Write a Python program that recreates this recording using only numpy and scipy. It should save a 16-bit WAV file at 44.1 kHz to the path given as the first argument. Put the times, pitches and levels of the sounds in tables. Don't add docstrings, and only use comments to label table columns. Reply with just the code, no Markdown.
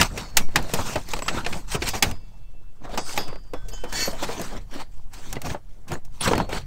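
import sys
import numpy as np
from scipy import signal
from scipy.fft import rfft, irfft, next_fast_len
from scipy.io import wavfile
from scipy.ndimage import uniform_filter1d, map_coordinates

SR = 44100
rng = np.random.default_rng(int(sys.argv[2]) if len(sys.argv) > 2 else 0)


def to_wav(s):
    ch = np.atleast_2d(s).T
    pcm = np.round(np.clip(ch, -1, 1) * 32767)
    wavfile.write(sys.argv[1], SR, pcm.astype(np.int16))


N = 293706


def amp(db):
    return 10 ** (np.asarray(db) / 20)


def unit(x):
    return x / np.sqrt(np.mean(x ** 2) + 1e-20)


def along(points, hz):
    point_hz, values = np.transpose(points)
    return np.interp(np.log(hz + .1), np.log(point_hz + .1), values)


def curves(rows):
    time_s, *columns = np.transpose(rows)
    return [np.interp(np.arange(N) / SR, time_s, column) for column in columns]


def wobble(rate, count=N):
    knots = rng.standard_normal(int(count * rate / SR) + 4)
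    return map_coordinates(knots, [np.arange(count) * rate / SR])


def filtered(x, response):
    size = next_fast_len(N + SR // 2)
    return irfft(rfft(x, size) * response(np.fft.rfftfreq(size, 1 / SR)), size)[..., :N]


def coloured(x, spectrum):
    return unit(filtered(x, lambda hz: amp(along(spectrum, hz))))


def resonate(x, modes, direct):
    return filtered(x, lambda f: direct + sum(
        (-1) ** k * amp(db) * 1j * f * width / (hz * hz - f * f + 1j * f * width)
        for k, (hz, width, db) in enumerate(modes)))


def band(x, lo_hz, hi_hz):
    return signal.sosfilt(signal.butter(2, [lo_hz, hi_hz], "bandpass", fs=SR, output="sos"), x)


def strokes(rows):
    t, power = np.arange(0, N / SR + .002, .001), 0
    for start_s, hold_s, rise_s, fall_s, db, *relative_db in rows:
        before = np.maximum(start_s - t, 0) / max(rise_s, .005)
        after = np.maximum(t - start_s - hold_s, 0) / max(fall_s, .005)
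        layer_db = db + np.array([0, *relative_db])[:, None]
        power = power + amp(layer_db - 20 * (before + after)) ** 2
    return np.array([np.interp(np.arange(N) / SR, t, np.sqrt(layer)) for layer in power])


# centre_hz, width_hz, gain_db
SLATE_MODES = [(1560, 1500, -12), (2650, 390, 5.5), (5570, 110, -16.5), (5870, 49, -4.5), (7100, 140, -7.5)]
ROOF_MODES = [(212.6, 1200, -10), (403, 230, -13.5), (717, 45, -10)]
# frequency_hz, density_db
HISS_SPECTRUM = [(2940, -26.5), (5000, -5.5), (5840, -2), (6440, -2.5), (7200, -4.5), (8250, -4),
                 (9650, -16.5), (13100, -15), (16000, -16.5)]
# start_s, level_db, knock_relative_db, pitch_hz, snap_relative_db, decay_s
KNOCKS = [(.013, 6, -20.5, 1187, -19.5, 0.034), (0.029, -4.5, -23, 675, -14, 0.028),
          (.175, -12.5, -14, 460, -19.5, 0.052), (0.369, 3, -25, 875, -9.5, 0.052),
          (.487, -33, -0.5, 365, -31, 0.022), (.558, 5, -18, 860, -21.5, 0.039),
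          (.626, -42.5, -12, 650, 8.5, 0.023), (.736, -10.5, -5.5, 468, -8, 0.06),
          (.789, -24.5, 9.5, 935, -20, 0.036), (.957, -9.5, -3.5, 618, -22, 0.035),
          (1.087, -28.5, -8, 369, -3.5, .035), (1.135, -5, -13.5, 873, -20, 0.024),
          (1.166, -19.5, -6.5, 1140, -17, 0.021), (1.19, -13.5, -10.5, 580, -20, 0.022),
          (1.222, -15, -4, 1070, -17, 0.012), (1.262, -27, -3, 1060, -16, 0.031),
          (1.281, -2.5, -21, 1330, -35.5, 0.051), (1.447, -15, -19, 880, -48, 0.038),
          (1.463, -6.5, -15, 486, -49, 0.035), (1.526, -12.5, -24, 840, -33, 0.057),
          (1.747, -14.5, -2.5, 417, -29, 0.049), (1.82, -7, -16, 361, -39, 0.049),
          (1.887, -14, -18.5, 470, -5.5, 0.063), (1.935, -16.5, -7.5, 766, -24, 0.088),
          (2.024, 0.5, -18, 810, -12, 0.063), (2.112, -17, -27, 354, -14.5, 0.028),
          (2.842, -37, -5, 710, -23, 0.075), (2.893, -36.5, 4, 710, -18, 0.06),
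          (2.975, -10.5, -5.5, 858, -18, 0.049), (3.176, -4.5, -9, 826, -19.5, 0.027),
          (3.279, -27, -16, 487, -16.5, 0.05), (3.328, -28.5, 3, 528, -33, 0.016),
          (3.357, -26, -6, 580, -42, 0.018), (3.535, -25, 3.5, 496, -16, 0.04),
          (3.683, -36, -5, 458, -2.5, 0.096), (3.734, -36.5, 3.5, 476, -11, 0.033),
          (3.837, -26, 2, 490, -14.5, 0.066), (3.925, -19.5, -8.5, 945, -10, 0.063),
          (4.076, -25.5, 6, 556, -32, 0.045), (4.129, -32, 4, 660, -20, 0.088),
          (4.226, -23, 4.5, 570, -10, 0.043), (4.289, -25.5, 3.5, 460, -31.5, 0.063),
          (4.396, -27.5, 4, 680, -7, 0.029), (4.415, -24, -2.5, 494, -3, 0.025),
          (5.133, -33.5, -24, 435, -8, 0.12), (5.327, -18.5, -11, 770, -6.5, 0.035),
          (5.355, -19.5, -22, 415, -35, 0.025), (5.367, -28.5, 4, 2020, -29, 0.021),
          (5.417, -20, -16, 850, -9, 0.028), (5.447, -23, -5.5, 730, -26, 0.037),
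          (5.501, -14.5, -15, 646, -31, 0.036), (5.546, -29, 10, 585, -34, 0.021),
          (5.56, -41.5, 10.5, 598, -30, 0.032), (5.878, -31, -16, 1048, -14, 0.15),
          (5.918, -19.5, -1, 895, -11, 0.021), (6.048, -43.5, -19, 410, -2.5, 0.062),
          (6.276, -9.5, -6.5, 530, -17, 0.038), (6.312, -22.5, 11, 488, -27, 0.03),
          (6.334, -7, -0.5, 950, -35, 0.015), (6.353, -14, -14, 1870, -21, 0.038),
          (6.379, -13, -0.5, 354, -11.5, 0.016), (6.401, -19.5, 10, 955, -33, 0.017),
          (6.491, -25, -3, 537, -16.5, 0.056), (6.527, -13.5, -8.5, 400, -28, 0.031)]


def knocks():
    t = np.arange(SR // 6) / SR
    tones, thud, crack, snap = np.zeros((4, N + SR))
    for start_s, db, knock_db, pitch_hz, snap_db, decay_s in KNOCKS:
        at = round(start_s * SR)
        span = slice(at, at + len(t))
        age = t / decay_s
        fade_db = -60 * age
        clack = np.sin(2 * np.pi * rng.uniform(1380, 2897) * t)
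        phase = 2 * np.pi * pitch_hz * t
        knock = np.sin(phase) + .32 * np.sin(1.4 * phase)
        tones[span] += amp(db + knock_db - 3 + fade_db / 1.59) * knock
        tones[span] += amp(db - 19.5 + fade_db / 1.1) * clack
        chatter = rng.standard_normal((3, len(t))) * (1 - np.exp(-age / .026))
        crack[span] += amp(db - 4.5) * chatter[0] * (amp(fade_db) + amp(fade_db / 2.4 - 14))
        thud[span] += amp(db + knock_db + 7.5) * chatter[1] * amp(fade_db / 3.22)
        snap_fade = amp(fade_db / .57) + amp(fade_db / 3.1 - 23.5)
        snap[span] += amp(db + snap_db + 10.5) * chatter[2] * snap_fade
    crack = band(resonate(crack[:N], SLATE_MODES, direct=.58), 940, 4800)
    thud = band(resonate(thud[:N], ROOF_MODES, direct=.68), 110, 1000)
    snap = band(snap[:N], 4500, 16500)
    snap = filtered(snap, lambda hz: amp(.6 * along(HISS_SPECTRUM, np.clip(hz, 5500, 15000))))
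    return tones[:N] + crack + thud + snap


BAR_HZ = [1222, 1534, 1820, 1938, 2272, 2665, 2674, 3066, 3413, 3768, 4392, 4525, 4576, 4703, 4960, 5058,
          5305, 5593, 5728, 6102, 6205, 6592, 6697, 6885, 7176, 7418, 7757, 8400, 9071, 11880, 12770, 13650,
          14120, 14695, 15348]
# struck_db, free_t60_s, dragged_db
BAR_MODES = [(-8, 1, -25), (-5, 1.2, -14), (-14, .24, -10), (-20, .2, -13), (-9, .4, -12), (-10, .6, -15),
             (-13, .6, -17), (-16, 1.2, -15), (-2, .5, -12), (-1, .35, -22), (-28, .9, -2), (-30, .6, -8),
             (-1, .28, -18), (-8, .8, -11), (-5, .5, -15), (0, .25, -20), (-16, .35, -14), (-2, .2, -20),
             (-10, .22, -7), (-2, .17, -14), (-5, .22, -9), (-7, .26, -11), (-6, .3, -11), (-10, .2, -12),
             (-7, .23, -6), (-13, .24, -20), (-5, .25, -17), (-8, .15, -17), (-13.5, 0.18, -18),
             (-6, 0.075, -12), (-17, .2, -20), (-15, .1, -22), (-18, .25, -22), (-16.5, .1, -20),
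             (-14.5, .1, -18)]
# start_s, level_db, centre_hz, width_octaves, grip_ratio (scales the ring time)
BAR_RINGS = [(0.174, -21, 4425, 0.032, 1.6), (.18, -32.5, 5310, 0.036, 1.8),
             (.371, -27.5, 4000, 1.2, 0.041), (.405, -29, 2270, .1, 0.4), (.415, -23.5, 5850, .03, 0.88),
             (1.136, -37, 7900, 0.2, 0.59), (1.221, -21, 8100, 0.1, 0.33), (1.261, -34, 8000, 0.14, 1.4),
             (1.762, -47.5, 5200, .6, 0.52), (1.902, -38.5, 4960, 1.2, 0.49), (2.024, -6.5, 4500, 2, 0.049),
             (2.112, -46, 4392, .015, 4), (2.114, -45, 4860, .045, 1.3), (2.13, -58, 2750, .3, 8),
             (2.974, -36, 6200, .8, 1), (3.176, -27, 6697, .03, .35), (3.181, -34, 4900, .2, 1.05),
             (3.184, -38, 3300, .6, .75), (3.178, -24, 11900, 0.091, 1.1), (3.435, -55, 6400, 0.42, 0.14),
             (3.534, -51, 1600, .6, 1), (3.54, -53, 3413, .05, 1.6), (3.542, -45, 5290, .05, 1.5),
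             (3.683, -51, 4576, .02, 2.2), (3.72, -28, 3000, .11, 2.2), (3.715, -43, 5070, .02, 1.6),
             (3.731, -36, 6800, .14, .9), (3.70, -51, 1450, .5, 2.2), (3.722, -44, 4576, .02, 1.6),
             (3.716, -42, 12700, .3, 1.3), (4.054, -25.5, 12800, 0.33, 1.5), (6.362, -9, 4392, 0.02, 0.34)]


def bar_rings():
    hz = np.array(BAR_HZ)[:, None]
    struck_db, t60_s, _ = np.transpose(BAR_MODES)[:, :, None]
    t, out = np.arange(SR * 3 // 4) / SR, np.zeros(N + SR)
    swing = amp(2.5 * np.array([wobble(12, len(t)) for _ in hz]))
    onset = 1 - np.exp(-t / .003)
    modes = np.sin(2 * np.pi * hz * t) * swing * onset
    for start_s, db, centre_hz, octaves, grip in BAR_RINGS:
        distance = np.log2(hz / centre_hz) / octaves
        mode_db = db + struck_db - 9 * distance ** 2 + rng.normal(0, .74, hz.shape)
        count = int(len(t) * np.clip(grip, .1, 1))
        envelopes = amp(mode_db - 60 * t[:count] / (t60_s * grip))
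        out[round(start_s * SR):][:count] += np.sum(envelopes * modes[:, :count], axis=0)
    return out[:N]


# start_s, hold_s, rise_s, fall_s, level_db
BAR_DRAGS = [(1.89, 0.081, 0.093, 0.027, -47), (3.955, 0.061, 0.044, 0.071, -28)]


def bar_drags():
    hz, t = np.array(BAR_HZ)[:, None], np.arange(SR * 3 // 4) / SR
    _, t60_s, dragged_db = np.transpose(BAR_MODES)[:, :, None]
    damped_t60_s = .5 * np.minimum(t60_s, .3)
    rings = amp(dragged_db - 60 * t / damped_t60_s) * np.sin(2 * np.pi * hz * t)
    rings /= np.linalg.norm(rings)
    push = friction(flutter_db=1.2, spike_db=.6, shift_db=1.5) * strokes(BAR_DRAGS)[0]
    return sum(signal.oaconvolve(push * amp(3 * wobble(25)), rings[k::4].sum(0)) for k in range(4))[:N]


def friction(flutter_db, spike_db, shift_db):
    catches = rng.standard_normal(N)
    catches *= amp(flutter_db * wobble(60) + spike_db * np.clip(wobble(700), 0, 2) ** 2)
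    spectra = signal.stft(catches, nperseg=256)[2]
    shift = uniform_filter1d(rng.standard_normal(spectra.shape), size=3, axis=0)
    shift = unit(uniform_filter1d(shift, size=14, axis=1))
    return unit(signal.istft(spectra * amp(shift_db * shift), nperseg=256)[1][:N])


# frequency_hz, density_db
GRIT_SPECTRUM = [(530, -11), (900, 7.5), (1120, 3.5), (1810, 1), (4470, -4), (6000, -38), (7800, -81.5),
                 (13200, -120)]
# time_s, relative_db
RAFTER_RUMBLE = [(0, 1), (2.15, 4), (2.4, -10.5), (4.8, -14), (5.2, 1.5), (5.8, -3.5), (6.66, -7)]
# start_s, hold_s, rise_s, fall_s, grit_db, roof_relative_db, hiss_relative_db
RUBS = [(0.0, 0.025, .02, 0.045, -21, -4, -5), (.12, 0.026, 0.048, 0.075, -54.5, 16, 4.5),
        (.18, 0.0045, 0.044, 0.15, -39.5, 3, -2.5), (.40, 0.0074, 0.063, 0.07, -52.5, 19, 2),
        (.59, 0.0069, 0.066, 0.12, -39.5, 8, -12), (.78, .15, 0.25, 0.18, -39, -2, -0.5),
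        (1.1, 0.01, 0.034, 0.39, -43.5, -6.5, 2), (1.35, 0.025, 0.1, 0.087, -33.5, 0.5, -9.5),
        (1.52, 0.042, 0.14, 0.09, -44, 5.5, 0.5), (1.72, 0.035, 0.033, 0.019, -32.5, -18, -0.5),
        (1.88, 0.0039, 0.069, 0.012, -27, -7.5, -3), (1.955, 0.0056, 0.021, 0.043, -32.5, -2, 0.5),
        (2.04, 0.044, 0.017, 0.077, -40.5, 7, -4.5), (2.28, 0.0081, 0.24, 0.4, -67.5, -6.5, -6),
        (2.85, 0.0041, 0.04, 0.067, -50.5, 13, -8), (2.94, 0.004, 0.038, 0.05, -34.5, -0.5, -9),
        (3.1, 0.084, 0.076, 0.027, -41, -4.5, 1), (3.19, 0.019, 0.0061, .1, -39.5, 4.5, -4.5),
        (3.285, .01, 0.033, 0.1, -52.5, 17.5, -11), (3.57, 0.15, 0.28, 0.39, -66, 12, -2),
        (3.78, 0.15, 0.11, .1, -57, -9, -3), (3.94, 0.15, 0.049, 0.1, -45.5, 8.5, 6.5),
        (4.235, 0.012, 0.059, 0.027, -30.5, -8, -5.5), (4.29, 0.16, 0.13, 0.11, -40.5, 4.5, -3.5),
        (4.5, 0.069, 0.14, 0.061, -45.5, 7.5, -6), (4.74, 0.077, 0.044, 0.04, -39.5, -1.5, -10),
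        (4.94, 0.011, 0.047, 0.16, -62, 0, -0.5), (5.14, 0.17, 0.033, 0.13, -49.5, -9, -2.5),
        (5.36, 0.013, 0.1, 0.029, -45, 8, -27), (5.46, 0.061, 0.043, 0.041, -40.5, 8.5, -3.5),
        (5.71, .01, 0.17, 0.24, -67.5, -0.5, -2), (5.925, 0.012, 0.037, 0.042, -43.5, 18.5, 0),
        (6.15, 0.013, 0.074, 0.22, -57, -5.5, 0.5), (6.212, 0.047, 0.0093, 0.12, -30.5, -3, -3.5),
        (6.262, 0.021, 0.0097, 0.043, -28, 5.5, -12), (6.34, 0.075, 0.041, 0.061, -39, 11.5, -12),
        (6.53, 0.043, 0.044, 0.055, -33, 0, -7.5)]


def rubbing():
    resting_db = [[-77], [-62.5], [-75.5]]
    grit_gain, roof_gain, hiss_gain = np.hypot(strokes(RUBS), amp(resting_db))
    catches = friction(flutter_db=2.3, spike_db=1.3, shift_db=3.1)
    shaking = friction(flutter_db=.5, spike_db=2.5, shift_db=4.5)
    roof = unit(band(resonate(shaking, ROOF_MODES, direct=.94), 62, 710))
    rafters = amp(curves(RAFTER_RUMBLE)[0]) * unit(band(rng.standard_normal(N), 34, 220))
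    hiss = coloured(catches, HISS_SPECTRUM) + amp(-7) * loose_grit(count=2500)
    return grit_gain * coloured(catches, GRIT_SPECTRUM) + roof_gain * (roof + rafters) + hiss_gain * hiss


def loose_grit(count, t60_s=.013):
    when, pitch, softness = rng.random((count, 3)).T[:, :, None]
    t, hz = np.arange(SR // 60) / SR, 2000 * 5 ** pitch
    envelope = amp(-60 * t / t60_s) * (1 - np.exp(-t / .0005))
    pings = (softness + .04) ** -.6 * envelope * np.sin(2 * np.pi * hz * t)
    at = (when * N).astype(int) + np.arange(len(t))
    return unit(np.bincount(at.ravel(), pings.ravel(), N + len(t))[:N])


# start_s, hold_s, rise_s, fall_s, level_db, first_hz, last_hz
RASPS = [(0.848, 0.065, .04, .03, -47, 6410, 6400), (0.883, 0.075, .04, .03, -45, 2740, 2500),
         (1.359, 0.049, 0.036, 0.024, -36, 1353, 1430), (3.051, 0.08, .03, .04, -43.5, 4910, 4830),
         (3.089, 0.027, 0.15, 0.039, -44, 8570, 8300), (3.927, 0.13, .01, 0.042, -40, 1680, 2090),
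         (4.194, 0.1, 0.026, .04, -48.5, 3830, 4280), (4.204, 0.077, 0.026, 0.037, -53, 6850, 6930),
         (6.21, 0.009, 0.0043, 0.011, -26.5, 9700, 9250)]


def rasps(width_ratio=.24):
    out, lead, t = np.zeros(N + SR), SR // 8, np.arange(SR // 2) / SR
    for *stroke, first_hz, last_hz in RASPS:
        start_s, hold_s = stroke[:2]
        at = round(start_s * SR) - lead
        hz = np.interp(t - lead / SR, [0, hold_s], [first_hz, last_hz])
        phase = 2 * np.pi * np.cumsum(hz) / SR
        knots = rng.standard_normal((2, SR // 8))
        slips = [map_coordinates(row, [t * width_ratio * first_hz]) for row in knots]
        rasp = unit(slips[0] * np.sin(phase) + slips[1] * np.cos(phase))
        gain = strokes([stroke])[0][at:][:len(t)]
        out[at:][:len(gain)] += gain * rasp[:len(gain)]
    return out[:N]


# start_s, level_db, pitch_hz
THUMPS = [(.565, -14.5, 130), (.738, -11, 155), (.79, -12.5, 86), (0.961, -15.5, 84), (1.75, -9.5, 130),
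          (1.79, -19, 70), (2.035, -26.5, 110), (2.07, -14.5, 80.5), (2.118, -17.5, 100),
          (5.366, -16.5, 128), (5.511, -21, 151)]


def timber_thumps(cycles_per_20_db=1.9):
    out, t = np.zeros(N + SR), np.arange(SR // 6) / SR
    for start_s, db, hz in THUMPS:
        cycles = hz * t
        envelope = amp(db - 20 * cycles / cycles_per_20_db) * (1 - np.exp(-cycles / .5))
        out[round(start_s * SR):][:len(t)] += envelope * np.sin(2 * np.pi * cycles)
    return out[:N]


# time_s, sway_db, buffet_db
WIND_LEVELS = [(0.0, -32, -37), (0.2, -52, -33.5), (0.39, -20.5, -34.5), (0.85, -22.5, -38.5),
               (2.0, -27.5, -34), (2.6, -29, -47), (4.0, -25, -39.5), (5.88, -27.5, -45.5),
               (6.66, -31, -27.5)]
# frequency_hz, density_db
SWAY_SPECTRUM = [(1, -0.5), (3, 14.5), (8, 15), (15, -15.5), (25, -5.5), (40, -64)]
BUFFET_SPECTRUM = [(12, -45), (22, -8), (35, 2), (55, -18), (90, -13.5), (200, -27), (400, -70.5)]


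def wind():
    sway_db, buffet_db = curves(WIND_LEVELS)
    sway = coloured(rng.standard_normal(N), SWAY_SPECTRUM)
    buffet = unit(amp(2.5 * wobble(9)) * coloured(rng.standard_normal(N), BUFFET_SPECTRUM))
    return amp(sway_db) * sway + amp(buffet_db) * buffet


# frequency_hz, density_db
STREET_SPECTRUM = [(35, -46.5), (60, -26.5), (81, -7.5), (238, -19), (330, -19), (651, -26.5),
                   (2000, -30.5), (2650, -34.5), (2840, -32), (14900, -52), (16000, -73.5)]


def street(level_db=-68.5):
    return amp(level_db + .8 * wobble(4.3)) * coloured(rng.standard_normal(N), STREET_SPECTRUM)


def scene():
    work = rubbing() + rasps() + knocks() + timber_thumps() + bar_rings() + bar_drags()
    return np.tile(work + wind() + street(), (2, 1))


def record(dry, ceiling=.98, top_hz=15900):
    soft = dry / (1 + np.abs(dry / ceiling) ** 8) ** (1 / 8)
    edge_hz = top_hz + np.array([-200, 0, 950, 1080])
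    return filtered(soft, lambda hz: amp(np.interp(hz, edge_hz, [0, -18, -22, -200])))


dry = scene()
out = record(dry)
to_wav(out)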